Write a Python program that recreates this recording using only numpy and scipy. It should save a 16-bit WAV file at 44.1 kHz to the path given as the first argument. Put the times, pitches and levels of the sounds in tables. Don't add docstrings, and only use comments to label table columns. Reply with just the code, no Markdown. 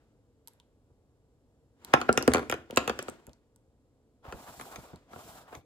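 import sys
import numpy as np
from scipy import signal
from scipy.fft import rfft, irfft, next_fast_len
from scipy.io import wavfile
from scipy.ndimage import uniform_filter1d, map_coordinates

SR = 44100
rng = np.random.default_rng(int(sys.argv[2]) if len(sys.argv) > 2 else 0)


def wav_record(signal):
    frames = np.transpose(np.atleast_2d(signal))
    bounded = np.clip(frames, -1, 1)
    quanta = np.round(bounded * 32767).astype(np.int16)
    wavfile.write(sys.argv[1], SR, quanta)


N = 249165
TIME = np.arange(N) / SR
AGE = np.arange(SR // 10) / SR


def amp(db):
    return 10 ** (np.asarray(db) / 20)


def unit(x):
    return x / np.sqrt(np.mean(x ** 2) + 1e-20)


def burst(x):
    return x / np.sqrt(np.sum(x ** 2) / (2 * .002 * SR))


def along(points, hz):
    freqs, values = np.transpose(points)
    return np.interp(np.log(hz + 1), np.log(freqs), values)


def wobble(rate):
    return map_coordinates(rng.standard_normal(int(N * rate / SR) + 4), [np.arange(N) * rate / SR])


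def filtered(x, response):
    n = x.shape[-1]
    padded = next_fast_len(n + SR // 10)
    return irfft(rfft(x, padded) * response(np.fft.rfftfreq(padded, 1 / SR)), padded)[..., :n]


def add(track, s, sound):
    part = track[:, max(round(s * SR), 0):][:, :sound.shape[1]]
    part += sound[:, :part.shape[1]]


# f/Hz, likeness (1 = the same)
LIKENESS = [(100, 0.88), (400, 0.94), (1000, 0.97), (2500, 0.41), (5500, 0.083), (7500, 0.95), (11000, 1)]
def noise(spectrum, size=N):
    def response(hz):
        angle = np.arccos(np.clip(along(LIKENESS, hz), 0, 1)) / 2
        return amp(along(spectrum, hz)) * [np.cos(angle), np.sin(angle)]
    mid, side = filtered(rng.standard_normal((2, size)), response)
    return unit(np.array([mid + side, mid - side]))


# f/Hz, level/dB
AIR_TONE = [(15, -35.5), (25, -9.5), (48, 0.5), (130, -2), (170, -11), (277, -5), (384, -13.5), (463, -6),
            (575, -15.5), (695, -18.5), (1940, -35), (9320, -39), (11300, -42), (16000, -56.5)]
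def room_air():
    return amp(-66.5 + 0.66 * wobble(1.1)) * noise(AIR_TONE)


# f/Hz, fade/s (a fade is the time to drop by 60 dB)
ECHO_FADE = [(150, 0.73), (400, 0.38), (1200, 0.2952), (3000, 0.33), (8000, 0.24), (15000, 0.4)]
# f/Hz, level/dB
ECHO_TONE = [(70, 2), (180, -1), (330, 3), (520, 0), (1000, 4), (3000, 1.5), (8000, -1), (11500, -8),
             (15000, -10.5)]
def in_room(sound, room_db, early_db, early_fade):
    hz, t, bands = signal.stft(noise(ECHO_TONE, size=SR // 3), SR, nperseg=256)
    fade = np.maximum(along(ECHO_FADE, hz), .02)[:, None]
    late = signal.istft(bands * amp(-60 * t / fade), SR, nperseg=256)[1]
    late *= np.clip(np.arange(late.shape[1]) / SR / .01, 0, 1)
    early = noise(ECHO_TONE, size=len(AGE)) * amp(-60 * AGE / early_fade) * np.clip(AGE / .003, 0, 1)
    echo = amp(room_db) * unit(late) / np.sqrt(late.shape[1])
    add(echo, 0, amp(early_db) * unit(early) / np.sqrt(len(AGE)))
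    wet = signal.fftconvolve(sound, echo, axes=1)
    add(wet, 0, sound)
    return wet


# t/s, hold/s, level/dB
GRIPS = [(0, 0.019, -73.5), (0.485, .06, -74), (1.82, .04, -66), (1.884, 0.57, -54), (2.74, .34, -52.5),
         (4.94, 0.035, -63)]
# f/Hz, level/dB
RUB_TONE = [(60, -3.5), (300, 2), (1400, -5.5), (3000, -13.5), (8000, -22.5), (15000, -33.5)]
def handling():
    rise, fall = 339.5, 84
    grip = sum(amp(db - rise * np.maximum(s - TIME, 0) - fall * np.maximum(TIME - s - hold, 0))
               for s, hold, db in GRIPS)
    return grip * unit(noise(RUB_TONE) * amp(1.2 * wobble(130)))


# t/s, level/dB
SOFT_BUMPS = [(.9, -51.5), (3.28, -39), (4.279, -34), (4.336, -33.5), (4.49, -45), (4.78, -35),
              (4.933, -35), (5.159, -39.5), (5.569, -39.5)]
def bumps():
    tone = [(30, -25), (60, 5.5), (110, -2), (250, -11.5), (600, -16.5), (1500, -34), (4000, -120)]
    shape = amp(-60 * AGE / 0.1) * (1 - np.exp(-AGE / 0.0043))
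    out = np.zeros((2, N))
    for s, db in SOFT_BUMPS:
        add(out, s, amp(db) * burst(noise(tone, size=len(AGE)) * shape))
    return out


def patchy(x, depth_db):
    bands = signal.stft(x, nperseg=512)[2]
    swells = uniform_filter1d(rng.standard_normal(bands.shape[1:]), size=5, axis=0)
    swells = uniform_filter1d(swells, size=5, axis=1)
    return signal.istft(bands * amp(depth_db * unit(swells)), nperseg=512)[1][:, :N]


# t/s, length/s, relative level/dB
BAG_PULLS = [(4.225, 0.75, 0.5), (5.078, 0.4, 0), (5.466, .16, -9.5)]
def pulled(power):
    return sum(amp(db) * np.abs(np.sin(np.pi * np.clip((TIME - s) / length, 0, 1))) ** power
               for s, length, db in BAG_PULLS)


# f/Hz, level/dB
SCRAPE_TONE = [(29, -29), (50, -2.5), (144, -8.5), (189, -6), (238, -7.5), (424, -8), (467, -6.5),
               (578, -7.5), (661, -1.5), (991, -7.5), (1370, -8.5), (1800, -18.5), (5000, -25), (6500, -27),
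               (11000, -120)]
HISS_TONE = [(1000, -6), (3000, 2.5), (5000, 2.5), (8000, 3.5), (12000, 2), (15400, 0), (15900, -38)]
def bag_slide():
    catch = wobble(70)
    rough = patchy(noise(SCRAPE_TONE), depth_db=2.5) * amp(2 * catch + 0.73 * wobble(360))
    scrape = amp(-52) * pulled(power=0.5) * unit(rough)
    hiss = amp(-56) * pulled(power=1.23) * unit(noise(HISS_TONE) * amp(1.5 * catch))
    return scrape + hiss


def swell(s, half_length):
    return np.exp(-.5 * ((TIME - s) / half_length) ** 2)


# t/s, half length/s, level/dB
SNAGS = [(4.254, 0.0087, -53.5), (4.294, 0.021, -48.5), (4.482, 0.016, -48.5), (4.736, .02, -48),
         (5.487, 0.0093, -50.5), (5.542, 0.018, -47)]
# f/Hz, level/dB
SNAG_TONE = [(200, -19.5), (700, 6.5), (1300, 2), (2000, -8), (3000, -12), (6000, -25), (15000, -27)]
def bag_seams():
    snags = sum(amp(db) * swell(s, half_length) for s, half_length, db in SNAGS)
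    return snags * unit(noise(SNAG_TONE) * amp(1.85 * wobble(350)))


def bag_squeak():
    return amp(-51) * swell(4.612, half_length=0.0077) * noise([(10100, -60), (10550, -2), (11000, -60)])


def ring(notes, travel_s, scatter, spread_db, lag_s):
    hz, db, fade = np.transpose(notes)[:, :, None]
    detune, strength, direction = rng.standard_normal((3, len(notes), 1))
    hz = hz * np.exp(scatter * detune)
    t = np.maximum(AGE - travel_s * np.sqrt(1000 / hz), 0)
    sign = np.cos(np.pi * np.arange(len(notes)))[:, None]
    swing = sign * amp(db + spread_db * strength - 60 * t / fade) * (1 - np.exp(-t * hz))
    lag = lag_s * direction
    left_right = [np.sum(swing * np.sin(2 * np.pi * hz * (t + side * lag)), 0) for side in (-1, 1)]
    return burst(np.array(left_right))


# f/Hz, level/dB
SNAP_TONE = [(500, -36), (3000, -7.5), (5000, -3.5), (7500, -1.5), (11000, -4), (16000, -15)]
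def snap(fade):
    return burst(noise(SNAP_TONE, size=len(AGE)) * amp(-60 * AGE / fade) * (1 - np.exp(-AGE / 0.00029)))


# t/s, level/dB, f/Hz
PEN_TICKS = [(0.4744, -45.5, 11700), (0.4821, -49.5, 11500), (0.535, -66, 11500), (0.6, -58, 3500),
             (1.8477, -42.5, 12100), (1.8485, -47.5, 4100), (2.005, -48, 2800), (2.1279, -29, 9900),
             (2.1897, -41.5, 8800), (2.2255, -31, 5600), (2.2777, -23, 8800), (2.3369, -25.5, 9900),
             (2.5143, -34, 3200), (2.7091, -42.5, 2900), (2.7612, -37, 8000), (2.778, -23.5, 2430),
             (3.0268, -40.5, 10500), (3.0899, -44, 8200), (3.098, -41, 8000), (3.268, -49.5, 11300),
             (3.294, -61.5, 3200), (3.3325, -57.5, 6000), (3.561, -58, 8100), (4.9594, -56, 4200)]
# f/Hz, level/dB, fade/s
HELD_PEN_NOTES = [(945, -0.5, 0.054), (1470, -5, 0.01801), (2070, -6, .01), (3050, -1, 0.0071)]
# t/s, relative level/dB
HAND_ECHO = [(.7, -2), (1.9, -1.5)]
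def ticks():
    out = np.zeros((2, N))
    for s, db, click_hz in PEN_TICKS:
        clip_notes = [(click_hz * .78, -8, .003), (click_hz, 0, .003)]
        clip = ring(clip_notes, travel_s=.00036, scatter=.0053, spread_db=1, lag_s=5e-6)
        click = amp(db) * (clip + amp(-1.5) * snap(fade=.0019))
        barrel = ring(HELD_PEN_NOTES, travel_s=.00027, scatter=.021, spread_db=.5, lag_s=4e-5)
        barrel *= amp(db - 5.5 - 3 * np.log2(click_hz / 3000))
        echo_db = np.interp(s, *np.transpose(HAND_ECHO)) - 14
        add(out, s, in_room(click + barrel, room_db=echo_db, early_db=echo_db, early_fade=.04))
    return out


def chatter():
    start_s, gap_s, first_db, loss_db, softness = 2.3575, .012, -20, 2.5, 0.42
    return [(start_s + k * gap_s, first_db - k * loss_db, softness, 0) for k in range(4)]


# f/Hz, level/dB
BRUSH_TONE = [(100, -36), (450, -8.5), (1000, -4.5), (1600, 0.5), (2300, -6), (3200, -13.5), (8000, -34)]
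def brush():
    return burst(noise(BRUSH_TONE, size=len(AGE)) * np.exp(-np.abs(AGE - .009) / .0022))


# f/Hz, level/dB, fade/s
BARREL_NOTES = [(757, -2, 0.026), (1080, 0, 0.016), (1270, 1.5, 0.014), (1394, -1.5, 0.032),
                (1650, -1, 0.01), (2290, -10, 0.0021)]
WOOD_NOTES = [(75, -25, 0.13), (128, -19, 0.056), (245, -9, 0.048), (348, -8, 0.026), (489, 0.5, 0.019),
              (680, -5.5, 0.0063)]
CAP_NOTES = [(1900, -3.5, .007), (2406, 1, .01), (3060, -2, 0.0075), (3600, -5, .006), (4575, -2.5, .006)]
TIP_NOTES = [(5940, -1, 0.012), (6420, 2.5, 0.013), (7840, -3.5, .008), (10650, -0.5, 0.0052),
             (11670, -3.5, .005), (14500, -9, .004)]
# t/s, level/dB, softness (0 to 1), flatness/dB (flatter = more barrel, less wood)
PEN_KNOCKS = [(1.9376, -6.5, 0.4, 5), (2.0144, -27.5, 0.22, 7.5), (2.0907, -6.5, 1, 6),
              (2.1753, -18, .09, -3), (2.2096, -29.5, 0.6, 5.5), (2.2272, -34, 0.27, -7),
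              (2.2778, -9.5, 0.58, -5.5), (2.318, -30.5, .33, 1), (2.3462, -16, 0.31, -1),
              (2.336, -27, 0.01, 1), (2.428, -35, 0.55, 1), (2.4977, -29.5, 0.03, -6),
              (2.524, -22.5, .29, 4), (2.54, -31.5, 0.2, -6), (2.6998, -35, 1, -0.5),
              (2.726, -39.5, .9, -15.5), (2.7723, -13.5, 0.17, 0), (2.877, -24.5, 0.15, 0.5),
              (2.8957, -21.5, 0.29, -0.5), (2.99, -31, 0.1, -0.5), (3.023, -45, 0.34, -13),
              (3.083, -30.5, 0.35, -3), (3.274, -52, 0.5, -9), (4.251, -45, 0.7, 4), (4.324, -36, 0.27, 0),
              (4.597, -39.5, 0.3, 6), (4.611, -41, 0.13, 6), (4.759, -42, 0, 0.5), (4.932, -47, 0.86, 0),
              (5.133, -39, 0.67, 4.5), (5.16, -38.5, 0.77, 7.5), (5.526, -41.5, 0.5, -2),
              (5.551, -45.5, 0.05, -5)]
def knocks():
    out = np.zeros((2, N))
    lead = round(.008 * SR)
    left_of_centre = amp(np.array([[.5], [-.5]]))
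    for s, db, softness, flat_db in PEN_KNOCKS + chatter():
        clack = ring(BARREL_NOTES, travel_s=.00044, scatter=.027, spread_db=2, lag_s=7e-5)
        thud = ring(WOOD_NOTES, travel_s=.0008, scatter=.031, spread_db=1, lag_s=13e-5)
        crack = ring(CAP_NOTES, travel_s=.00054, scatter=.067, spread_db=2, lag_s=3e-5)
        click = ring(TIP_NOTES, travel_s=.00014, scatter=.032, spread_db=1.5, lag_s=5e-6)
        click += amp(-4) * snap(fade=.008)
        clack_db = 1.37 + flat_db / 2 - 11 * softness
        hit = amp(clack_db) * clack + amp(-flat_db / 2) * thud
        hit += amp(2 - 32 * softness) * crack + amp(-0.5 - 54.5 * softness) * click
        hit = np.pad(hit, ((0, 0), (lead, 0)))[:, :len(AGE)]
        knock = amp(db) * (hit + amp(clack_db - 10) * brush()) * left_of_centre
        add(out, s - lead / SR, in_room(knock, room_db=-16, early_db=-10.5, early_fade=.046))
    return out


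# f/Hz, phase/radians
LEFT_LEAD = [(0, 0), (900, .9), (2600, 2.2), (3800, 0), (19000, -25.1)]
def scene():
    sound = room_air() + knocks() + ticks() + bag_slide() + bag_seams() + bag_squeak()
    sound += bumps() + handling()
    sides = np.array([[.5], [-.5]])
    return filtered(sound, lambda hz: np.exp(1j * sides * np.interp(hz, *np.transpose(LEFT_LEAD))))


def record(dry):
    bass_hz, ceiling, top_hz = 22, .92, 16200
    x = filtered(dry, lambda hz: (1j * hz / (bass_hz + 1j * hz)) ** 2)
    x = x / (1 + np.abs(x / ceiling) ** 8) ** (1 / 8)
    return filtered(x, lambda hz: 1 / (1 + (hz / top_hz) ** 120))


dry = scene()
out = record(dry)
wav_record(out)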